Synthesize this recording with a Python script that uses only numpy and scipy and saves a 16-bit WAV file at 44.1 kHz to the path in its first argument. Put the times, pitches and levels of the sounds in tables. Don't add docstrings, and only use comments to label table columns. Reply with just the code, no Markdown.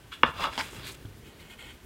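import sys
import numpy as np
from scipy import signal
from scipy.fft import rfft, irfft
from scipy.io import wavfile
from scipy.ndimage import uniform_filter1d

SR = 44100
rng = np.random.default_rng(int(sys.argv[2]) if len(sys.argv) > 2 else 0)


def put_to_file(sound):
    columns = np.atleast_2d(sound).T
    safe = np.clip(columns, -1, 1)
    whole_steps = np.round(safe * 32767)
    wavfile.write(sys.argv[1], SR, whole_steps.astype(np.int16))


def convert_level_to_amplitude(level_db):
    exponent = np.asarray(level_db, float) / 20
    return 10 ** exponent


N = 81585

# t/s, level/dB, contact/ms
KNOCKS = [
    (0.233, 2, 0.15),
    (0.7297, -31, 0.69),
]
# f/Hz, level/dB, T60/s
WOOD_MODES = [(237, -21.5, 0.083), (325, -21.5, 0.066), (498, -15.5, 0.045), (597, -20, 0.015),
              (879, -10, 0.025), (994, -15, 0.031), (1250, -12.5, 0.03), (1516, -11.5, 0.029),
              (1729, -13, 0.06), (2230, -14, 0.027), (2800, -9, 0.026), (3380, -14, 0.028),
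              (3880, -26.5, 0.018)]
# f/Hz, width/Hz, level/dB
CLACK = [(1113.6, 460, 29.5), (2570, 1300, 16), (5220, 750, 7)]
# t/s, level/dB, f/Hz
TICKS = [(.1195, -37, 1500), (.1315, -34, 2900), (.1265, -30.5, 1410), (.1268, -35, 2750),
         (.139, -33, 3500), (.2392, -16, 1810), (.2418, -21, 3300), (0.2426, -19, 1750),
         (0.2494, -15.5, 1200), (.2505, -40, 5100), (.268, -43, 5000), (.259, -25, 1150),
         (.2635, -23, 1100), (.268, -27, 1150), (.2745, -26, 1300), (.281, -26, 1300), (.2845, -33, 1160),
         (.2645, -31, 3300), (.318, -35, 1300), (.393, -29, 1220), (.409, -30, 1050), (.4175, -27.5, 1090),
         (.421, -27, 3500), (.4455, -28, 2900), (.424, -22.5, 1280), (.431, -21.5, 1015),
         (.4405, -19.5, 2920), (.4415, -18, 1130), (.447, -20, 1320), (.453, -21, 1230),
         (.4585, -19.5, 1170), (.468, -29, 1250), (.475, -24.5, 1250), (.487, -28.5, 1140),
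         (.5778, -23.5, 3030), (.5805, -27.5, 902), (.586, -25.5, 950), (.5915, -27, 1490),
         (.5945, -26.5, 1086), (.5965, -26, 4700), (.5985, -20, 2080), (.6045, -20, 1590),
         (.6095, -20, 2310), (.6135, -30.5, 1006), (.579, -33, 4700), (.579, -38, 491), (.5775, -19, 906),
         (.601, -30, 1900), (1.049, -46.5, 660), (1.051, -43, 1505), (1.056, -41.5, 3300),
         (1.403, -50, 4250)]
# t/s, level/dB, contact/ms
SCUFF_TAP = (.5777, -25, 0.066)

# start t/s, rise/s, hold/s, level/dB, fall T60/s
SCUFFS = [
    (.576, 0.0036, 0.012, -33.5, 0.09),
    (.585, 0.007, 0.021, -35, 0.045),
]
SLIDES = [
    (.238, 0.0034, 0.0018, -29.5, 0.21),
    (.33, 0.095, 0.02, -32.5, 0.19),
    (.43, 0.0099, 0.02, -33, 0.14),
    (.577, 0.0017, 0.03, -37, 0.04),
]
GRIPS = [
    (.25, 0.0097, 0.019, -42, 0.13),
    (.34, 0.081, 0.035, -34, 0.13),
    (.49, 0.049, 0.012, -40.5, 0.25),
    (.62, 0.0055, 0.036, -47, 1),
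    (.7, 0.059, 0.053, -49, 0.7),
]
TOUCH = [
    (.112, 0.009, 0.014, -42, 0.092),
    (.125, 0.0071, .01, -46.5, 0.25),
]
YARN = [
    (.115, 0.011, 0.013, -54, 0.21),
    (.36, 0.073, 0.015, -46, 0.088),
    (.55, 0.045, 0.047, -45.5, 0.26),
    (.83, 0.04, 0.023, -42.5, 0.085),
    (.935, 0.0093, 0.0077, -50.5, .025),
]
FINGERS = [
    (1.2, 0.05, 0.025, -56, 0.59),
    (1.38, 0.019, 0.02, -54.5, 0.3),
    (1.44, .02, 0.017, -57, .1),
    (1.485, 0.016, 0.039, -49, 0.048),
    (1.575, 0.015, 0.031, -47, 0.35),
    (1.62, .02, .02, -50, 0.23),
    (1.665, 0.023, .02, -49, 0.17),
]
FLUFF = [
    (.25, 0.017, 0.036, -62, .1),
    (.49, 0.038, .04, -56, .1),
    (.61, 0.023, 0.051, -59, 0.13),
    (.69, 0.02, 0.043, -54, 0.33),
    (.905, 0.012, 0.0075, -47.5, 0.054),
    (1.39, 0.013, 0.011, -67, 0.066),
]
SWISH = [
    (0.811, 0.025, 0.066, -45.5, 0.11),
    (1.393, .008, .02, -60.5, .06),
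    (1.3, 0.016, .04, -67, 0.22),
]
CLOTH = [
    (.62, 0.13, 0.19, -56, 0.31),
    (1.13, 0.2, .25, -61, .3),
    (1.58, 0.038, 0.064, -58, .2),
]

# f/Hz, width/Hz, level/dB
BEAM = [(587, 290, -7.5), (947, 170, -2.5), (1280, 130, -8), (1570, 470, -2), (2150, 460, 0),
        (3190, 350, 1.5), (4010, 90, -7.5), (4720, 660, 2), (6800, 4700, -7.5)]
SHUTTLE_BODY = [(283, 50, -12.5), (549, 150, -7.5), (659, 250, -9.5), (891, 58, -2.5), (1041, 46, -5),
                (1232, 160, -2.5), (1356, 280, -9.5), (1750, 370, -19), (2780, 150, -10.5),
                (3530, 210, -10.5)]
WARP = [(600, 430, -6.5), (1200, 630, -2), (1656, 440, -1), (2230, 380, -2.5), (2745, 310, -1),
        (3374, 320, 0), (4010, 320, -6), (4800, 500, -6), (6150, 4600, -11)]
SHUTTLE_TIP = [(1194, 370, -4), (1640, 300, -4), (2280, 350, -3), (2830, 230, -0.5), (3380, 250, 0.5),
               (4060, 200, -9.5), (4620, 650, -12.5), (7000, 5000, -15.5)]
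THREADS = [(915, 210, -6), (1450, 160, -4), (1860, 100, -3), (2174, 160, 2.5), (2510, 100, -3.5),
           (3080, 460, 4.5), (4330, 650, -9), (7600, 1900, -6), (11600, 2700, -13)]
YARN_NAP = [(5000, 1600, -9.5), (7300, 2200, -0.5), (9300, 2500, -4), (12500, 5000, -6)]
SLEEVE = [(1400, 1200, -2.5), (2460, 350, -6.5), (3300, 830, -2), (4300, 1200, -1.5), (4840, 490, -7)]
CLOTH_BODY = [(270, 190, -1), (520, 590, -1.5)]

# f/Hz, level/dB per Hz
RUSTLE = [(880, -39.5), (1500, -7.5), (3120, -3), (3480, -6), (5710, -13), (7760, -9.5), (16000, -20.5)]
# t/s, level/dB, f/Hz, T60/s
THUMPS = [(0.232, -30, 141, 0.12), (0.238, -34, 70, 0.072), (0.269, -36, 73.4, 0.2),
          (.288, -33.5, 150, 0.064), (.285, -36, 472, 0.091), (.045, -43, 113, .1), (.93, -40, 60, 0.12),
          (.578, -34, 259, 0.078), (0.729, -37.5, 410, 0.031), (0.782, -31.5, 131, 0.054),
          (1.048, -29, 105, 0.095), (1.048, -35.5, 292, 0.033), (1.076, -33.5, 97, 0.058),
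          (1.099, -41, 113, .1), (1.115, -43, 60, 0.096), (1.17, -41, 113, 0.09), (1.206, -45, 120, 0.089),
          (1.225, -38.5, 70, 0.12), (1.228, -49.5, 445, .06), (1.325, -46, 348, 0.067),
          (1.347, -44, 125, .07)]
# t/s, level/dB
HANDLING = [(0.0, -54), (0.024, -53.5), (0.2, -51.5), (0.236, -57.5), (0.344, -48), (0.42, -44.5),
            (.52, -49.5), (.58, -50), (0.716, -45.5), (0.772, -45.5), (0.995, -47.5), (1.06, -50.5),
            (1.151, -51.5), (1.4, -50), (1.85, -56)]
# f/Hz, level/dB per Hz
RUMBLE = [(25, -8.5), (60, 4), (120, -2), (250, -8.5), (450, -10), (800, -33.5)]
# f/Hz, level/dB per Hz
AIR = [(120, -29.5), (200, -7), (521, -13.5), (1110, -15), (3110, -17.5), (4330, -23), (6140, -26),
       (14900, -31), (16300, -33)]


def level(x, db):
    return x * convert_level_to_amplitude(db) / np.sqrt(np.mean(x ** 2))


def band(x, hz, width_hz):
    b, a = signal.iirpeak(hz, hz / width_hz, SR)
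    return signal.lfilter(b, a, x)


def ring(x, hz, t60):
    pole = np.exp(2j * np.pi * hz / SR - np.log(1000) / (t60 * SR))
    return signal.lfilter([1], [1, -pole], x).imag


def push(start, ms, db):
    phase = (np.arange(N) / SR - start) * 1000 / ms
    return convert_level_to_amplitude(db) * np.sin(np.pi * np.clip(phase, 0, 1)) / (ms * SR / 1000)


def colour(x, points):
    hz, db = np.array(points).T
    f = np.fft.rfftfreq(N, 1 / SR) + 1
    gain = convert_level_to_amplitude(np.interp(np.log(f), np.log(hz), db, left=-50))
    return level(irfft(rfft(x) * gain, N), 0)


def walk(rate):
    hold = int(SR / rate)
    steps = np.repeat(rng.standard_normal(N // hold + 1), hold)
    return uniform_filter1d(steps, hold)[:N]


def strokes(rows):
    t = np.arange(N) / SR
    power = 0
    for start, rise, hold, db, t60 in rows:
        swell_db = -19.5 * np.clip(1 - (t - start) / rise, 0, 1)
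        fall_db = -60 * np.maximum(t - start - rise - hold, 0) / t60
        power = power + (t > start) * convert_level_to_amplitude(db + swell_db + fall_db) ** 2
    return np.sqrt(power)


def slips(per_s, spread_db, patchy_db):
    hit = rng.random(N) < per_s / SR
    size_db = spread_db * np.minimum(rng.exponential(size=N), 2)
    size = convert_level_to_amplitude(size_db) * np.clip(rng.standard_normal(N), -2, 2)
    return hit * size * convert_level_to_amplitude(patchy_db * np.clip(walk(150), -2, 2))


def resonate(x, body):
    out = 0
    for k, (hz, width, db) in enumerate(body):
        mode = band(band(x, hz, 1.26 * width), hz, 1.26 * width)
        out = out + (-1) ** k * convert_level_to_amplitude(db) * mode / np.sqrt(width)
    return out


def rubbed(rows, body, clicks):
    return resonate(clicks * strokes(rows), body) / np.std(resonate(clicks, body))


def contact_crack():
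    t = np.arange(N) / SR
    gain = 0
    for start, db in ((KNOCKS[0][0], -46.5), (SCUFF_TAP[0], -32.5)):
        gain = gain + (t > start) * convert_level_to_amplitude(db - 60 * np.maximum(t - start, 0) / 0.004)
    return gain * band(rng.standard_normal(N), 7000, 10500)


def shuttle_knocks():
    force = sum(push(start, ms, db) for start, db, ms in KNOCKS)
    out = contact_crack()
    for hz, width, db in CLACK:
        out = out + convert_level_to_amplitude(db) * band(band(band(force, hz, width), hz, width), hz, width)
    for k, (hz, db, t60) in enumerate(WOOD_MODES):
        out = out + (-1) ** k * convert_level_to_amplitude(db) * band(ring(force, hz, t60), hz, hz / 2)
    return out


def shuttle_chatter():
    out = 0
    for start, db, hz in TICKS:
        t60 = 13.9 / hz
        tick = ring(push(start, 300 / hz, db + 7.5), hz, t60)
        out = out + band(band(tick, hz, 0.68 * hz), hz, 0.68 * hz)
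    return out


def beam_scuff():
    start, tap_db, ms = SCUFF_TAP
    force = push(start, ms, tap_db)
    tap = 0
    for k, (hz, width, db) in enumerate(BEAM):
        tap = tap + (-1) ** k * convert_level_to_amplitude(db) * ring(force, hz, 4 / width)
    return tap + rubbed(SCUFFS, BEAM, slips(6000, 1.8, 0.6))


def shuttle_rubs():
    slides = rubbed(SLIDES, SHUTTLE_BODY, slips(2500, 3.5, 0.65))
    drags = rubbed(GRIPS, WARP, slips(6000, 2.28, 0.91))
    tip = rubbed(TOUCH, SHUTTLE_TIP, slips(8900, 1.0, 0.7))
    return slides + drags + tip


def yarn():
    rustle = strokes(YARN) * colour(slips(20000, 0.95, 0.7), RUSTLE)
    return rustle + rubbed(FLUFF, YARN_NAP, slips(15000, 1.1, 0.74))


def fingers():
    return rubbed(FINGERS, THREADS, slips(8000, 1.3, 0.46))


def fabric():
    sleeve = rubbed(SWISH, SLEEVE, slips(9000, 1.6, 1.0))
    return sleeve + rubbed(CLOTH, CLOTH_BODY, slips(900, 1.7, 0.92))


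def frame():
    thumps = 0
    for start, db, hz, t60 in THUMPS:
        thump = ring(push(start, 300 / hz, db + 4.5), hz, t60)
        thumps = thumps + band(thump, hz, 3.3 * hz)
    times, levels_db = np.array(HANDLING).T
    rumble_db = np.interp(np.arange(N) / SR, times, levels_db) - 1.0 + 3.0 * walk(30)
    return thumps + convert_level_to_amplitude(rumble_db) * colour(rng.standard_normal(N), RUMBLE)


def room_echo(near):
    t60_s, echo_db, top_hz = 0.28, -18, 3900
    t = np.arange(SR // 2) / SR
    tail = band(rng.standard_normal(len(t)), top_hz / 3, top_hz)
    tail = tail * convert_level_to_amplitude(-60 * t / t60_s) * (t > 0.004)
    tail = tail * convert_level_to_amplitude(echo_db) / np.sqrt(np.sum(tail ** 2))
    return signal.fftconvolve(near, tail)[:N]


def air():
    hiss = convert_level_to_amplitude(-57) * colour(rng.standard_normal(N), AIR)
    whine = band(rng.standard_normal(N), 1540, 30)
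    return hiss + level(whine, -73)


def scene():
    near = shuttle_knocks() + shuttle_chatter() + beam_scuff() + shuttle_rubs()
    near = near + yarn() + fingers() + fabric()
    return (near + room_echo(near) + frame() + air())[None]


def band_limit(x):
    return signal.sosfilt(signal.butter(12, 16450, fs=SR, output="sos"), x)


def record(dry):
    low_cut = signal.butter(1, 34, "high", fs=SR, output="sos")
    top_cut = signal.ellip(8, 0.2, 50, 15830, fs=SR, output="sos")
    mix = signal.sosfilt(top_cut, signal.sosfilt(low_cut, dry))
    mix = mix / max(1, np.abs(mix).max() / 0.97)
    return band_limit(mix)


dry = scene()
out = record(dry)
put_to_file(out)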